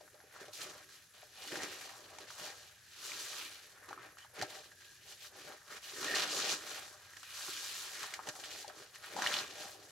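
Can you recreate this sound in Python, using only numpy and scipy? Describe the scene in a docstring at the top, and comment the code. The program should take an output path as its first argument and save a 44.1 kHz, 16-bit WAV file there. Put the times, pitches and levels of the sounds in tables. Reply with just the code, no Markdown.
"""A soapy sponge, squeezed and released by gloved hands over a plastic basin, close under two microphone ports.
Dense streams of damped sines are its bubbles: low gurgle, wet squelch, airy fizz and fine foam crackle.
Single pockets pop with a spray of tiny bursts, a pore whistles as narrow noise, wads of suds land as low thuds.
The basin rings along as a bank of resonances; filtered noise makes the quiet kitchen hum behind."""
import sys
import numpy as np
from scipy import signal
from scipy.fft import rfft, irfft, next_fast_len
from scipy.io import wavfile
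from scipy.ndimage import map_coordinates

SR = 44100
rng = np.random.default_rng(int(sys.argv[2]) if len(sys.argv) > 2 else 0)


def master(y):
    """Save y as 16-bit WAV."""
    cut = np.clip(np.atleast_2d(y).T, -1, 1)
    pcm = np.round(cut * 32767)  # scale
    wavfile.write(sys.argv[1], SR, pcm.astype(np.int16))


N = 437012  # samples


def sponge():
    """Large pores gurgle low, small ones squelch and fizz, the thin foam crackles on top."""
    gurgle_db, squelch_db, fizz_db, crackle_db = flows()
    # Water in the pores comes in spurts, dry foam hisses evenly.
    wet = np.clip(1.27 + (gurgle_db - fizz_db) / 16, .1, 1.3)
    spurt = wet * slips(count=700, fall=.011)  # shared by all pores

    slosh = bubbles(count=2000, hz=288, octaves=0.52, cycles=4.9, spread_db=2.5, size=960, floor=0.49)
    gurgle = bubbles(count=6000, hz=498.0, octaves=0.41, cycles=7.2, spread_db=1.0, size=640, roam=.25)
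    squelch = bubbles(count=10000, hz=1476, octaves=0.25, cycles=4.2, spread_db=-0.4, size=200,
                      floor=0.67, roam=0.17)
    ticks = bubbles(count=1500, hz=2790, octaves=0.55, cycles=16, spread_db=2.0, size=300)  # ring clearly
    fizz = bubbles(count=40000, hz=3860, octaves=0.5, cycles=2.7, spread_db=0.75, size=64, roam=0.28)
    crackle = bubbles(count=80000, hz=10800, octaves=0.5, cycles=3.8, spread_db=3.5, size=32)

    # Only a hard squeeze empties the largest hollows.
    slosh_db = gurgle_db + 0.72 * (gurgle_db + 40)
    gurgle_db = gurgle_db + 0.12 * spurt + 0.19 * wobble(30)
    squelch_db = squelch_db + 1.15 * spurt + 0.82 * wet * wobble(40)
    ticks_db = fizz_db - 13
    fizz_db = fizz_db + 1.2 * spurt + 1.1 * wet * wobble(50)
    crackle_db = crackle_db + 1.2 * spurt + 1.3 * wet * wobble(66)
    return (amp(slosh_db) * slosh + amp(gurgle_db) * gurgle + amp(squelch_db) * squelch
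            + amp(ticks_db) * ticks + amp(fizz_db) * fizz + amp(crackle_db) * crackle)


# Moves of the hands, each a press or a release: start of full flow t/s, rise t/s, hold t/s, fall t/s,
# water over air level/dB, air flow level/dB, extra squelch level/dB
HAND_MOVES = [(0.0, 0.018, 0.037, 0.097, 7, -70.5, 0.5), (0.13, 0.025, 0.025, 0.23, 9.5, -75, 5),
              (0.403, 0.23, 0.03, 0.22, 2, -61, 5.5), (0.535, 0.017, 0.11, 0.029, -21, -50.5, -13),
              (0.601, 0.048, 0.095, 0.25, -1, -54.5, 2.5), (0.937, 0.089, 0, 0.2, -13.5, -57, 0),
              (1.148, 0.038, 0.083, 0.15, -6.5, -62.5, -1.5), (1.439, 0.17, 0.15, 0.07, -6.5, -50, -2.5),
              (1.517, 0.022, 0.13, 0.15, 1.5, -50.5, 2.5), (1.694, 0.25, 0.17, 0.23, -7, -52, -0.5),
              (2.233, 0.77, 0.0057, 0.083, 1.5, -58, 0.5), (2.283, 0.028, 0.11, 0.61, -11.5, -55, -1),
              (2.405, 0.055, 0.056, 0.24, -3, -51, 0.0), (3.056, 0.19, 0.37, 0.32, -13, -47, -1.5),
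              (3.89, 0.014, 0.0, 0.077, 13, -65, 10), (4.037, 0.66, 0.026, 0.13, 4.5, -64, 7.5),
              (4.18, 0.02, 0.061, 0.066, -13.5, -63, 6.5), (4.393, 0.07, 0.039, 0.07, 4, -53.5, 4),
              (4.502, 0.051, 0.086, 0.22, -4.5, -53.5, -3), (4.82, 0.12, 0.028, 0.96, -10, -62, -6),
              (5.104, 0.094, 0.017, 0.048, -11, -51, -6), (5.229, 0.11, 0.041, 0.026, -16.5, -53, -4.5),
              (5.357, 0.095, 0.11, 0.13, -0.5, -58, -1), (5.484, 0.06, 0.048, 0.093, 1.5, -58, 3.5),
              (5.709, 0.071, 0.065, 0.044, -4.5, -53.5, 3.5), (5.831, 0.027, 0.2, 0.18, -16, -51.5, 0),
              (6.02, 0.13, 0.14, 0.7, -3, -44, 1), (6.166, 0.04, 0.036, 0.091, -19, -35.5, 1.5),
              (6.387, 0.36, 0.15, 0.065, -11.5, -37.5, -3.5), (6.715, 0.28, 0, 0.35, -5.5, -47.5, 1),
              (7.403, 0.31, 0.41, 0.49, -18, -46, -0.5), (8.024, 0.33, 0.03, 0.15, -9, -48.5, 3.5),
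              (8.128, 0.099, 0.11, 0.07, 7, -71, 13), (8.281, 0.064, 0.011, 0.031, 5, -53, 2),
              (8.363, 0.14, 0.15, 0.29, -3, -56, 1), (8.59, 0.51, 0.038, 0.033, -9.5, -51, -4),
              (8.689, 0.044, 0.013, 0.03, 3, -58, 2), (8.773, 0.11, 0.047, 0.13, -1.5, -56.5, -0.5),
              (8.95, 0.029, 0.0011, 0.059, -11, -54, 1.5), (9.04, 0.069, 0.14, 0.05, -13, -54.5, 4.5),
              (9.188, 0.15, 0.014, 0.1, 7, -54.5, 4), (9.236, 0.099, 0.16, 0.11, -8, -40.5, 2.5),
              (9.645, 0.47, 0.0093, 0.12, -2.5, -49.5, -2.5), (9.842, 1, 0, 0.31, 0.5, -61, -3.5)]
# Flow through the idle sponge: gurgle, squelch, fizz, crackle, each as level/dB
IDLE_FLOW = [-99, -80, -84, -69]
SWING_DB = 20  # gained over a rise and lost over a fall, at steepness 1
GURGLE_DB, SQUELCH_DB, CRACKLE_DB = 2.5, 1.5, -7.5  # offsets from the flow that feeds them
SQUELCH_WATER = 0.3  # share of the water level felt in the middle pores
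CRACKLE_TOP_DB = -52.5  # ceiling of thin foam before water acts on it
DRAINS = 1.015  # water starts and stops this much more steeply than air
DROWNS = 0.17  # water drowns the foam, dB per dB


def flows():
    """Flow in dB through four pore sizes: every move rises, holds and falls; moves add up in power."""
    full, rise, hold, fall, water_db, air_db, extra_db = np.transpose(HAND_MOVES)[:, :, None]
    t = np.arange(0, N / SR + .005, .005)
    before = (full - t) / abs(rise)
    after = (t - full - abs(hold)) / abs(fall)
    shape_db = -SWING_DB * np.maximum(0, np.maximum(before, after))

    gurgle_db = air_db + water_db + GURGLE_DB
    squelch_db = air_db + SQUELCH_WATER * water_db + SQUELCH_DB + extra_db
    foam_db = np.minimum(air_db + CRACKLE_DB, CRACKLE_TOP_DB) - DROWNS * water_db
    levels = []
    for db, steep, idle_db in zip((gurgle_db, squelch_db, air_db, foam_db), (DRAINS, 1, 1, 1), IDLE_FLOW):
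        power = (amp(db + steep * shape_db) ** 2).sum(axis=0) + amp(idle_db) ** 2
        levels.append(np.interp(np.arange(N) / SR, t, 10 * np.log10(power)))
    return levels


def bubbles(count, hz, octaves, cycles, spread_db, size, floor=.55, roam=0):
    """Random bursting bubbles, rms 1; typical pitch roams by roam octaves as pores open and close."""
    u, z = rng.random((count, 2)), rng.standard_normal((count, 2))
    drift = roam * wobble(14)[(u[:, 0] * N).astype(int)]
    pitch = np.clip(hz * 2 ** (octaves * z[:, 0] + drift), 120, SR / 2.5)
    gain = amp(-spread_db * np.log(1.005 - u[:, 1]))  # random strengths
    stream = bursts(u[:, 0] * N / SR, pitch, cycles, gain, z[:, 1], size, rise=0.032)

    def bass_cut(f):  # small bubbles radiate no bass
        lows = (f / (floor * hz)) ** 6
        return lows / (1 + lows)

    return unit(filtered(stream, bass_cut))


def bursts(s, hz, cycles, gain, place, size, rise=0):
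    """Soft-started sines that decay 60 dB in cycles turns: a plain sum and one weighted by place."""
    turns = hz[:, None] * np.arange(size) / SR
    life = turns / cycles
    envelope = gain[:, None] * amp(-60 * life) * (1 - np.exp(-turns / 0.5))
    shape = envelope * np.sin(2 * np.pi * turns * (1 + rise * np.minimum(life, 1)))
    at = (np.round(s * SR).astype(int)[:, None] + np.arange(size)).ravel()
    return np.array([np.bincount(at, (shape * w).ravel(), N + size)[:N] for w in (1, place[:, None])])


def slips(count, fall):
    """Sudden slips that fade, as the log of kicks decaying over fall seconds; mean 0, rms 1."""
    u = rng.random((count, 2))
    kicks = np.bincount((u[:, 0] * N).astype(int), -np.log(1.01 - u[:, 1]), N)
    decaying = signal.lfilter([1], [1, -np.exp(-1 / (fall * SR))], kicks)
    curve = np.log(decaying + .5)
    return unit(curve - curve.mean())


# Pockets that burst: t/s, relative ring level/dB, pocket pitch f/Hz, relative snap level/dB
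POCKETS = [(0.009, -35.5, 605, -50), (0.078, -34, 1440, -56), (0.143, -38, 500, -55),
           (0.203, -34.5, 1590, -54), (0.239, -38.5, 440, -58), (0.362, -31, 1380, -52),
           (0.415, -29.5, 447, -59.5), (0.433, -35, 470, -57), (0.482, -32, 557, -46),
           (0.533, -48, 2430, -52), (0.586, -39, 604, -45), (0.616, -50, 2520, -31.5),
           (1.229, -37, 684, -57), (1.519, -23, 1800, -37), (1.523, -24, 322, -50), (1.556, -19, 1580, -33),
           (1.571, -25, 348, -36), (1.604, -20.5, 1750, -50), (1.633, -25, 1880, -31.5),
           (1.633, -27, 365, -50), (2.185, -35, 855, -37), (2.304, -26, 1400, -42), (3.118, -21, 2210, -40),
           (3.889, -28, 1210, -42), (3.909, -29, 840, -56), (3.929, -22, 1190, -41.5),
           (3.977, -26.5, 1200, -64), (4.171, -31, 1430, -58), (4.185, -32, 1500, -42),
           (4.248, -33, 1100, -58), (4.393, -32.5, 360, -38), (4.414, -18, 1760, -27),
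           (4.423, -17.5, 664, -25.5), (4.554, -28, 1870, -54), (4.717, -36, 1680, -50),
           (4.807, -47, 4500, -45), (4.821, -35, 1690, -62), (5.176, -48, 6000, -50),
           (5.247, -29.5, 1610, -55), (5.356, -39.5, 594, -48), (6.029, -26, 1260, -31),
           (6.044, -29, 1830, -26), (6.16, -17, 1790, -39), (6.197, -34, 910, -27), (6.221, -13, 4300, -28),
           (6.524, -26, 4280, -27), (7.135, -28, 1750, -56), (7.168, -26.5, 1730, -38.5),
           (7.231, -29.5, 1370, -39), (7.408, -25, 1480, -42), (7.482, -25.5, 1330, -51),
           (7.484, -31.5, 354, -60), (8.031, -20, 1340, -31), (8.138, -17, 1980, -26.5),
           (8.192, -19, 1150, -66), (8.271, -30.5, 810, -34), (8.288, -52, 428, -25),
           (8.389, -33.5, 725, -53), (8.438, -23.5, 2850, -42), (8.516, -26, 2580, -42),
           (8.645, -29.5, 820, -58), (8.679, -32.5, 570, -36), (8.958, -31, 1800, -43),
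           (9.043, -26, 1570, -50), (9.165, -20.5, 860, -33), (9.188, -19.5, 840, -43),
           (9.221, -12, 1600, -26), (9.263, -10.5, 1840, -30), (9.271, -12, 3000, -27),
           (9.314, -14, 1640, -45), (9.34, -8.5, 3140, -27), (9.367, -12, 3660, -34),
           (9.388, -12, 4200, -31)]


def pops():
    """Each pocket breaks into a few bubbles near its pitch while its film tears in a spray of bursts."""
    s, db, hz, snap_db = np.transpose(POCKETS)[:, :, None]
    place = .35 * rng.standard_normal((len(s), 1))
    z, u = rng.standard_normal((len(s), 44)), rng.random((len(s), 44))
    late = .014 * u ** 1.3 * (np.arange(44) > 0)  # seconds; the first bubble starts the pop
    few, many = slice(0, 4), slice(4, None)

    follows = late[:, few] > 0
    ring_hz = hz * 2 ** (0.19 * z[:, few] * follows)
    ring_gain = amp(db - 3.5 - 4.7 * follows - 430 * late[:, few])
    ring = bursts((s + late[:, few]).ravel(), ring_hz.ravel(), 11.1, ring_gain.ravel(),
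                  (place + 0 * z[:, few]).ravel(), size=1500, rise=0.068)

    spray_hz = np.clip(5000 * 2 ** (0.74 * z), 300, SR / 2.5)
    spray_gain = amp(snap_db + 7.5 - 1400 * abs(late - .0012))  # the tear swells, then dies
    spray_place = place + z[:, ::-1][:, many]
    spray = bursts((s + late[:, many]).ravel(), spray_hz[:, many].ravel(), 3.95,
                   spray_gain[:, many].ravel(), spray_place.ravel(), size=300)
    return ring + spray


# Air sings in one narrow pore: start t/s, length t/s, f/Hz, level/dB before swell and flutter
PORE_WHISTLES = [(4.178, 0.08, 3040, -64), (4.69, 0.34, 1685, -65), (6.051, 0.15, 1796, -41),
                 (7.014, 0.2, 1630, -67)]


def whistles():
    """Air through a narrow pore: breathy, fluttering noise bands that swell and fade."""
    t, total, flutter_db = np.arange(N) / SR, 0, 3 * wobble(60)
    for s, length, hz, db in PORE_WHISTLES:
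        pore = signal.iirpeak(hz, 9, SR)
        noise = rng.standard_normal(N)
        air = unit(signal.lfilter(*pore, signal.lfilter(*pore, noise)))
        swell = abs(np.sin(np.pi * np.clip((t - s) / length, 0, 1))) ** .3
        total = total + amp(db + flutter_db) * swell * air
    return total * [[1], [0]]  # nothing in the place-weighted part


# Wads of suds that land in the basin: t/s, level/dB before the burst envelope
SUDS_LANDINGS = [(3.908, -49), (4.002, -43), (4.424, -29), (7.487, -46), (8.284, -34)]
THUD_HZ, THUD_CYCLES = 122, 4.1


def thuds():
    """A soft landing pushes the floor of the basin once: a short low damped sine."""
    s, db = np.transpose(SUDS_LANDINGS)
    return bursts(s, THUD_HZ + 0 * s, THUD_CYCLES, amp(db), 0 * s, size=3000)


# Basin resonances: f/Hz, width f/Hz, level/dB over the direct sound
BASIN_MODES = [(304.8, 7.6, 3), (397, 64, -2.5), (604, 13.5, 6.5), (786, 57, 2.5), (1313, 4.9, -2),
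               (1623, 8.5, 4), (1835, 60, 0.5), (2405, 79, -2.5), (2910, 54, -2), (4250, 340, -10.5),
               (5990, 94, -6.5)]
# Tone from sponge to microphone: f/Hz, level/dB
SPONGE_PATH = [(40, -34), (120, -1), (230, -9.5), (400, -9), (980, -3), (1700, -6), (2200, -4.5),
               (4200, -1), (7000, 2.5), (9200, -3), (11300, -0.5), (15800, -7.5)]


def basin(x):
    """The hollow of the basin adds its resonances to the direct sound."""
    def response(f):
        ringing = sum(amp(db) * resonance(f, hz, width) for hz, width, db in BASIN_MODES)
        return amp(along(SPONGE_PATH, f)) * (1 + ringing)

    return filtered(x, response)


def resonance(f, hz, width):
    """Complex response of a damped resonator, 1 at its centre."""
    return 1j * f * width / (hz * hz - f * f + 1j * f * width)


def walls(x):
    """A short, thin answer from counter, sink and walls: noise that decays 60 dB in 0.14 s."""
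    t = np.arange(SR // 4) / SR
    tail = rng.standard_normal((2, len(t))) * amp(-60 * t / 0.14)
    delayed = np.pad(x, (200, 0))[None]
    echo = signal.fftconvolve(delayed, tail / np.linalg.norm(tail[0]), axes=1)[:, :N]
    return filtered(echo, lambda f: f / (f + 1200))  # thins the bass


# Room tone: f/Hz, relative level/dB
ROOM_TONE = [(25, -12), (96, 13.5), (216, -1), (604, -8), (1000, -13), (1590, 2.5), (2200, -3.5),
             (2970, -4.5), (6660, 0.5), (9210, -27), (11100, -9), (15800, -40)]
# Narrow flickering bands: f/Hz, resonance width f/Hz, level/dB before flicker
FLICKER_BANDS = [(110, 26, -86), (1666, 430, -74), (11180, 550, -77.5)]


def kitchen():
    """Low room hum and the hiss of resting suds as shaped noise, with narrow bands that flicker."""
    air = filtered(rng.standard_normal((2, N)), lambda hz: amp(along(ROOM_TONE, hz)))
    total = amp(-68.5 + 0.39 * wobble(2.2)) * unit(air)
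    for hz, width, db in FLICKER_BANDS:
        noise = rng.standard_normal((2, N))
        band = unit(filtered(noise, lambda f: resonance(f, hz, width) ** 2))
        total = total + amp(db + 4.3 * slips(count=500, fall=.012)) * band
    return total


# Left-right likeness: f/Hz, likeness (0 to 1)
LIKENESS = [(25, .4), (70, .8), (130, .95), (300, .93), (600, .8), (1000, .9), (2500, .68), (5000, .6),
            (12000, .25)]
# Left minus right: f/Hz, level/dB
LEFT_LEAN = [(130, 1), (380, -2.5), (550, 1.5), (790, 5), (1140, -1), (1650, .5), (4970, -.5), (7180, 0),
             (10400, 4), (15000, 0)]
# Phase by which left leads right: f/Hz, phase/rad
LEFT_LEAD = [(60, 0), (600, .5), (900, .1), (1550, .3), (3200, -.1), (15500, 0)]


def ports(pair):
    """Two microphone ports: a shared and an unshared part, unequal in level and phase."""
    def blend(hz):
        turn = np.arccos(np.clip(along(LIKENESS, hz), 0, 1)) / 2
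        return np.array([np.cos(turn), np.sin(turn)])

    def tilt(hz):
        ratio = amp(along(LEFT_LEAN, hz)) * np.exp(1j * along(LEFT_LEAD, hz))
        return np.array([ratio ** .5, ratio ** -.5])

    mid, side = filtered(pair, blend)
    return filtered(np.array([mid + side, mid - side]), tilt)


def amp(db):
    """Amplitude factor of a level in dB."""
    return 10 ** (np.asarray(db) / 20)


def unit(x):
    """x scaled to rms 1."""
    return x / np.sqrt(np.mean(x ** 2) + 1e-20)


def along(points, hz):
    """Interpolate (f/Hz, value) points on a log frequency axis."""
    f, v = np.transpose(points)
    return np.interp(np.log(hz + 1), np.log(f + 1), v)


def wobble(rate):
    """A smooth random curve, rate knots a second."""
    knots = rng.standard_normal(int(N * 100 / SR) + 4)
    return map_coordinates(knots, [np.arange(N) * min(rate, 99) / SR])


def filtered(x, response):
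    """x times a complex response of frequency."""
    m = next_fast_len(N + SR // 2)
    return irfft(rfft(x, m) * response(np.fft.rfftfreq(m, 1 / SR)), m)[..., :N]


def scene():
    """Sponge, pops, thuds and whistles through the basin, with kitchen and wall answer."""
    near = basin(sponge() + pops() + thuds() + whistles())
    return ports(near + kitchen()) + amp(-7.0) * walls(near[0])


def record(dry):
    """A steep band limit: nothing passes from 15830 Hz up."""
    return filtered(dry, lambda hz: hz < 15830)


dry = scene()
out = record(dry)
master(out)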